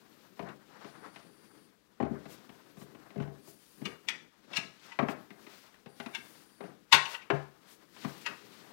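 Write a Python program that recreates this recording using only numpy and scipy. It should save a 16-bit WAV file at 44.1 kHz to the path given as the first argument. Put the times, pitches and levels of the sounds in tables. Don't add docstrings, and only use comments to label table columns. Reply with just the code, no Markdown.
import sys
import numpy as np
from scipy import signal
from scipy.io import wavfile

SR = 44100
rng = np.random.default_rng(int(sys.argv[2]) if len(sys.argv) > 2 else 0)


def elevation(decibels):
    levels = np.asarray(decibels, float)
    return 10 ** (levels / 20)


def master_out(mix):
    frames = np.transpose(np.atleast_2d(mix))
    ceiling = np.clip(frames, -1, 1)
    pcm = np.round(ceiling * 32767).astype(np.int16)
    wavfile.write(sys.argv[1], SR, pcm)


N = 384552

# pitch_hz, level_db, t60_s
PANEL_MODES = [(75, -14, 0.4), (109, -17.5, 0.29), (143, -7, 0.32), (188.4, -7.5, 0.12), (231, 1.5, 0.061),
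               (290.4, -5.5, 0.11), (341, -10, 0.13), (397.8, -1.5, 0.11), (416.8, -5.5, 0.11),
               (470.6, -2, 0.028), (598, -3.5, 0.035), (682, -5.5, 0.072), (806, -13, 0.096),
               (918, -8.5, 0.017), (1040, -3.5, 0.021)]
# start_s, level_db, hardness_db, favoured_hz
BUMPS = [(0.393, -34, 0, 327), (0.425, -41, -5, 143), (0.488, -47.5, 3, 192), (0.81, -54, -12, 310),
         (0.845, -43, -0.5, 292), (1.159, -51, 10.5, 280), (2.001, -18.5, -10.5, 493),
         (2.025, -28.5, -5, 231), (2.05, -38, -5, 315), (2.109, -34.5, -30, 218), (2.255, -43, -1, 275),
         (2.492, -50, 3.5, 231), (2.77, -51.5, -1, 163), (2.814, -47.5, -1.5, 167), (2.948, -53, 4, 182),
         (3.104, -52.5, 2.5, 368), (3.158, -36, -10, 190), (3.178, -42, -6, 148), (3.2, -36, -2.5, 117),
         (3.223, -47.5, 5, 222), (3.275, -40.5, -13, 177), (3.474, -48.5, -9, 348)]


def band(x, low_hz, high_hz):
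    sos = signal.butter(2, [low_hz, min(high_hz, .45 * SR)], "band", fs=SR, output="sos")
    return signal.sosfilt(sos, x)


def rms_one(x):
    return x / np.sqrt(np.mean(x ** 2) + 1e-20)


def drift(rate_hz):
    knots = rng.standard_normal(1000)
    return np.interp(np.arange(N) / SR * rate_hz, np.arange(1000), knots)


def rings(modes):
    hz, db, t60_s = np.transpose(modes)[:, :, None]
    t = np.arange(SR // 2) / SR
    swell = 1 - np.exp(-t * hz / .4)
    signs = (-1.) ** np.arange(len(modes))[:, None]
    return signs * swell * elevation(db - 60 * t / t60_s) * np.sin(2 * np.pi * hz * t)


def still_air():
    air = rng.standard_normal(N)
    rumble = elevation(-70.5) * rms_one(band(air, 25, 63))
    hiss = elevation(-87.5) * rms_one(band(air, 1500, 12000))[::-1]
    return rumble + hiss


def machine():
    # start_s, end_s, level_db
    vents = [
        (0.856, 1.7, -81.5),
        (3.404, 3.963, -80.5),
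        (5.88, 6.717, -80),
    ]
    # pitch_hz, width_hz, level_db
    ports = [
        (4660, 290, 6.5),
        (9500, 1400, 12),
        (11500, 470, 0),
    ]
    t, air = np.arange(N) / SR, rng.standard_normal(N)
    gate = np.zeros(N)
    for start_s, end_s, db in vents:
        gate += elevation(db) * np.interp(t, [start_s, start_s + 0.016, end_s - .04, end_s], [0, 1, 1, 0])
    return gate * sum(elevation(db) * rms_one(band(air, hz - w / 2, hz + w / 2)) for hz, w, db in ports)


def squeaks():
    # start_s, end_s, start_hz, end_hz, level_db
    glides = [(.03, .07, 9900, 10500, -84), (.04, .07, 14500, 15500, -82), (.08, .12, 12500, 13300, -84),
              (.12, .28, 13300, 12000, -81), (.26, .44, 15300, 12200, -81), (.49, .51, 13000, 12200, -82),
              (2.49, 2.62, 11200, 14000, -82), (2.65, 2.75, 13300, 12400, -83),
              (2.92, 2.96, 13500, 14800, -82), (3.0, 3.1, 13000, 12300, -84),
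              (5.04, 5.12, 12600, 13600, -80), (5.17, 5.27, 11000, 11500, -82),
              (5.2, 5.3, 14300, 13800, -82), (5.4, 5.46, 12500, 12700, -80),
              (5.47, 5.53, 14400, 15400, -78), (5.53, 5.6, 15400, 15200, -77)]
    t, out, waver = np.arange(N) / SR, np.zeros(N), drift(70)
    for start_s, end_s, from_hz, to_hz, db in glides:
        hz = np.interp(t, [start_s, end_s], [from_hz, to_hz]) + 110 * waver
        swell = np.interp(t, [start_s, start_s + 0.0077, end_s - .01, end_s], [0, 1, 1, 0])
        out += elevation(db + 9 + 3 * waver) * swell * np.sin(2 * np.pi * np.cumsum(hz) / SR)
    return out


def swishes():
    # middle_s, half_length_s, level_db
    sleeves = [(2.325, 0.049, -54), (2.815, 0.055, -57.5), (3.537, 0.021, -62), (4.865, 0.012, -59),
               (7.125, 0.064, -52), (7.721, 0.062, -56), (8.004, 0.058, -74)]
    t = np.arange(N) / SR
    gain = sum(elevation(db) * np.exp(-2 * ((t - mid) / half) ** 2) for mid, half, db in sleeves)
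    return gain * rms_one(band(rng.standard_normal(N), 1700, 15500))


def contact(t):
    # start_s, level_db
    bustle = [(0, -58), (.7, -59), (1.3, -58.5), (1.65, -60), (1.8, -65), (1.98, -64), (2.3, -56),
              (3.1, -58), (3.4, -62.5), (4.05, -63), (4.35, -65), (4.7, -63.5), (5.4, -56), (5.8, -61),
              (6.4, -57), (6.8, -61.5), (7.55, -60), (8.72, -55)]
    bustle_colour_db = [-3, -7, -10.5, -13.5]
    # middle_s, half_length_s, level_db, grit (0 rumble to 3 rustle)
    slides = [(0.49, 0.06, -47.5, 0.65), (0.848, 0.17, -57.5, 1.14), (0.974, 0.045, -57, .1),
              (1.058, 0.062, -48.5, 0.74), (1.188, 0.058, -59.5, 1.15), (2.318, 0.075, -63, 1.9),
              (3.13, 0.2, -68.5, 0.58), (3.263, 0.036, -59, 0.12), (3.892, 0.1, -48, 0.27),
              (4.124, 0.14, -60.5, 0.31), (4.559, 0.064, -49, 1.03), (4.624, 0.12, -62, .05),
              (4.882, 0.11, -61, 1.53), (5.108, 0.032, -53, 2.23), (5.152, 0.074, -49.5, 0.081),
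              (6.01, .06, -64.5, 2.2), (6.132, 0.1, -59.5, 0.51), (6.67, 0.06, -52, 0.6),
              (7.104, 0.09, -47.5, 1.76), (7.158, 0.075, -55.5, 0.72), (7.387, 0.07, -55.5, 1.3),
              (7.708, 0.044, -58, 1.6), (8.121, 0.12, -52, 0.081), (8.31, 0.086, -54.5, 0.65)]
    # middle_s, half_length_s, level_db,
    # grit
    drags = [(.25, 0.25, -75, 1.85), (1.47, 0.56, -80.5, 5), (3.493, 0.046, -58, 2.83),
             (3.713, 0.39, -66, 2.75), (4.68, 0.36, -64.5, 1.76), (5.58, 0.16, -60, 2.07),
             (6.274, 0.22, -64.5, 2.7), (8.055, 0.1, -58.5, 1.88), (8.146, 0.22, -57, 2.27),
             (8.515, 0.27, -63.5, 2.1)]
    grit_fall_db = 11.5
    shudder_db, shudder_peak_s = -29.5, 0.064
    layer = np.arange(4)[:, None]
    gain = elevation(np.interp(t, *np.transpose(bustle)) + np.array(bustle_colour_db)[:, None])
    for mid, half, db, grit in slides + drags:
        stroke = np.exp(-2 * ((t - mid) / half) ** 2)
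        gain = gain + elevation(db - grit_fall_db * (layer - grit) ** 2) * stroke
    for s, db, *_ in BUMPS:
        since = np.maximum(t - s, 0) / shudder_peak_s
        gain = gain + elevation(db + shudder_db - 11.3 * layer ** 2) * since * np.exp(1 - since)
    return gain


def handling():
    t = np.arange(N) / SR
    coarse_t = t[::64]
    rumble, rub, scrape, rustle = [elevation(2.5) * np.interp(t, coarse_t, g) for g in contact(coarse_t)]
    grains = rng.standard_normal((3, N)) * elevation(1.3 * drift(60))
    ringing = signal.fftconvolve(grains[0], rings(PANEL_MODES).sum(axis=0))[:N]
    wood = rms_one(ringing) + 9.3 * rms_one(band(grains[0], 90, 1800))
    out = rumble * rms_one(band(band(wood, 110, 900), 120, 430)) * elevation(2.0 * drift(16))
    out += rub * rms_one(band(band(wood, 390, 2100), 300, 2400)) * elevation(3 * drift(45))
    out += scrape * rms_one(band(grains[1], 1300, 5000)) * elevation(1.5 * drift(30))
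    out += rustle * rms_one(band(grains[2], 4500, 19000))
    return out


def crowd(points):
    hz, db, t60_s = np.transpose(points)
    centres = np.geomspace(hz[0], hz[-1], num=16)
    noise = rng.standard_normal((2, SR))
    bands = np.array([rms_one(band(noise[k % 2], c / 1.14, c * 1.14)) for k, c in enumerate(centres)])
    level, decay_s = [np.interp(np.log(centres), np.log(hz), v)[:, None] for v in (db, t60_s)]
    t = np.arange(SR // 2) / SR
    swell = 1 - np.exp(-t * centres[:, None] / 1.1)
    return centres, bands, elevation(level - 60 * t / decay_s) * swell


def strike(modes, dense, at_s, centres_hz, levels_db, rise_ms, fall_ms, favoured_hz, favour_db,
           spread_db, first):
    out, bank, mode_hz = np.zeros(N + SR), rings(modes), np.transpose(modes)[0]
    band_hz, bands, dying = crowd(dense)
    log_centres = np.log(centres_hz)
    chance = rng.standard_normal((len(at_s), 3, 4096))
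    firm = 1500
    ms = (np.arange(4096) - firm) / SR * 1000
    for s, db, rise, hz, (sizes, signs, luck) in zip(at_s, levels_db, rise_ms, favoured_hz, chance):
        swarm = np.where(ms < 0, 0.59 * np.exp(ms / max(rise, .05)), np.exp(-ms / fall_ms))
        contacts = swarm * signs * sizes ** 2
        contacts /= np.sqrt(np.sum(contacts ** 2))
        contacts[firm] += first
        clear = elevation(np.interp(np.log(mode_hz), log_centres, db) + spread_db * luck[:len(modes)])
        clear *= elevation(favour_db * np.exp(-(np.log(mode_hz / hz) / 0.14) ** 2))
        blurred = elevation(np.interp(np.log(band_hz), log_centres, db))
        skip = int(abs(luck[-1]) * 7000) % (SR // 2)
        body = clear @ bank + blurred @ (bands[:, skip:skip + SR // 2] * dying)
        blow = signal.fftconvolve(contacts, body)
        start = round(s * SR) - firm
        out[start:start + len(blow)] += blow
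    return out[:N]


def panels():
    # start_s, level_db, hardness_db, favoured_hz
    doors = [(3.816, -44.5, -5, 143), (3.855, -36.5, -44, 204), (4.475, -57, -13, 208),
             (4.577, -43, 6, 190), (4.989, -21.5, 5.5, 250), (5.026, -26.5, -7, 247),
             (5.085, -33.5, 8.5, 223), (5.305, -49, 4.3, 226.4), (5.466, -51, 7.5, 325),
             (5.742, -67.5, 16, 224), (4.645, -51, -24, 190), (5.86, -45, 0, 227), (6, -44, 12, 221),
             (6.061, -43, 7.5, 225), (6.181, -49, -20, 214), (6.606, -37.5, -3, 453),
             (6.638, -42.5, -8, 294), (6.68, -52.5, -5.5, 307), (6.94, -31, 11.5, 220.5),
             (7.301, -24, 9.5, 440), (7.328, -34, -22, 143), (7.963, -55.5, 7.5, 337),
             (8.047, -32.5, 1, 172)]
    # pitch_hz, level_db, t60_s
    dense_panel = [(182.8, -4.5, 0.1), (535, -14, 0.25), (1320, -15, 0.075), (2780, -9.5, 0.069),
                   (6400, -14.5, 0.016), (15930, -27.5, 0.012)]
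    s, body, hardness, favoured_hz = np.transpose(BUMPS + doors)
    thud = body + 1.5 - 10.5 * np.log2(favoured_hz / 147.6)
    boom = thud + np.repeat([-0.5, -11], [len(BUMPS), len(doors)])
    clack = body + hardness - 1.5
    tick = clack - 9.5 - 0.93 * np.maximum(body + 44.5, 0)
    levels_db = np.transpose([boom, thud, body - 7.5, clack, tick])
    return strike(PANEL_MODES, dense_panel, s, [75, 170, 480, 1600, 5000], levels_db, 0 * s + 0.12, 4.6,
                  favoured_hz, favour_db=7.0, spread_db=2.0, first=2.6)


def catches():
    # start_s, snap_db, low_ring_db, run_up_ms, favoured_hz
    snap_events = [(3.8542, -27, -52, 4, 3080), (4.086, -23, -46.5, 4.9, 2420),
                   (4.5332, -34, -52.5, 5.7, 1920), (4.568, -18.5, -45.5, 11.6, 2900),
                   (4.9202, -42, -50, 10, 1690), (6.1484, -27, -45.5, 7.2, 2670),
                   (6.9261, -7, -19, 3.25, 2620), (6.9434, -12.5, -45, 1.5, 2700),
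                   (7.0547, -30.5, -51, 2.0, 2640), (7.1446, -32.5, -45, 30, 2610),
                   (7.219, -41.5, -71, 12, 1570), (8.262, -25.5, -39.5, 6.3, 2010)]
    # pitch_hz, level_db, t60_s
    catch_modes = [(927, 8.5, 0.13), (988, -11, 0.11), (1073, 3.5, 0.08), (1690, -21.5, .06),
                   (1882, -4.5, 0.16), (1920, -1, 0.067), (2170, -5, .06), (2280, -7, 0.1), (2640, 5, 0.04),
                   (2700, 5, 0.066), (2840, 2, 0.059), (3114, -18, 0.07), (3410, -12, 0.058),
                   (4330, -7, 0.12), (6200, -6.5, .04), (5790, 11, 0.0261)]
    # pitch_hz, level_db, t60_s
    dense_catch = [(589, -11, 0.048), (930, -8, 0.13), (2570, 1, 0.097), (4410, -1, 0.06), (6400, 1, 0.067),
                   (14540, -13.5, 0.09)]
    s, snap, low, rise_ms, favoured_hz = np.transpose(snap_events)
    top = -15.0 + 1.29 * snap
    levels_db = np.transpose([low + 3, snap - 6, top])
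    modes = np.array(catch_modes) + [0, -8.0, 0]
    snaps = strike(modes, dense_catch, s, [1000, 2600, 7500], levels_db, rise_ms, 4.0,
                   favoured_hz, favour_db=3.0, spread_db=2.0, first=0.9)
    return band(snaps, 620, 19000)


def workshop(x):
    t60_low_s, t60_high_s = 0.37, 0.39
    t, noise = np.arange(SR // 2) / SR, rng.standard_normal(SR // 2)
    low = band(noise, 340, 2100) * elevation(-60 * t / t60_low_s)
    high = band(noise, 1000, 9300) * elevation(-60 * t / t60_high_s - 4.5)
    tail = (low + high) * np.clip((t - .006) / 0.011, 0, 1)
    return signal.fftconvolve(x, tail / np.sqrt(np.mean(noise ** 2) * SR * 0.016))[:N]


def scene():
    blows = panels() + catches()
    mono = blows + elevation(-6) * workshop(blows)
    mono += handling() + swishes() + still_air() + machine() + squeaks()
    return np.array([mono, 0 * mono])


def low_pass(x):
    return signal.sosfilt(signal.butter(12, 16480, fs=SR, output="sos"), x)


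def record(dry):
    mic_low_hz, top_hz, crosstalk_hz = 100, 15800, 140
    hiss_db, crosstalk_db = -85.3, -40
    left = signal.sosfilt(signal.butter(2, mic_low_hz, "high", fs=SR, output="sos"), dry[0])
    left = .95 * np.tanh(left / .95)
    leak = signal.lfilter(*signal.butter(1, crosstalk_hz, fs=SR), left)
    hiss = rng.standard_normal(N)
    hiss = rms_one(hiss + 1.1 * signal.lfilter(*signal.butter(1, 700.0, fs=SR), hiss))
    both = np.array([left, elevation(hiss_db) * hiss - elevation(crosstalk_db) * leak])
    both = signal.sosfilt(signal.ellip(10, .5, 70, top_hz, fs=SR, output="sos"), both)
    return low_pass(both)


dry = scene()
out = record(dry)
master_out(out)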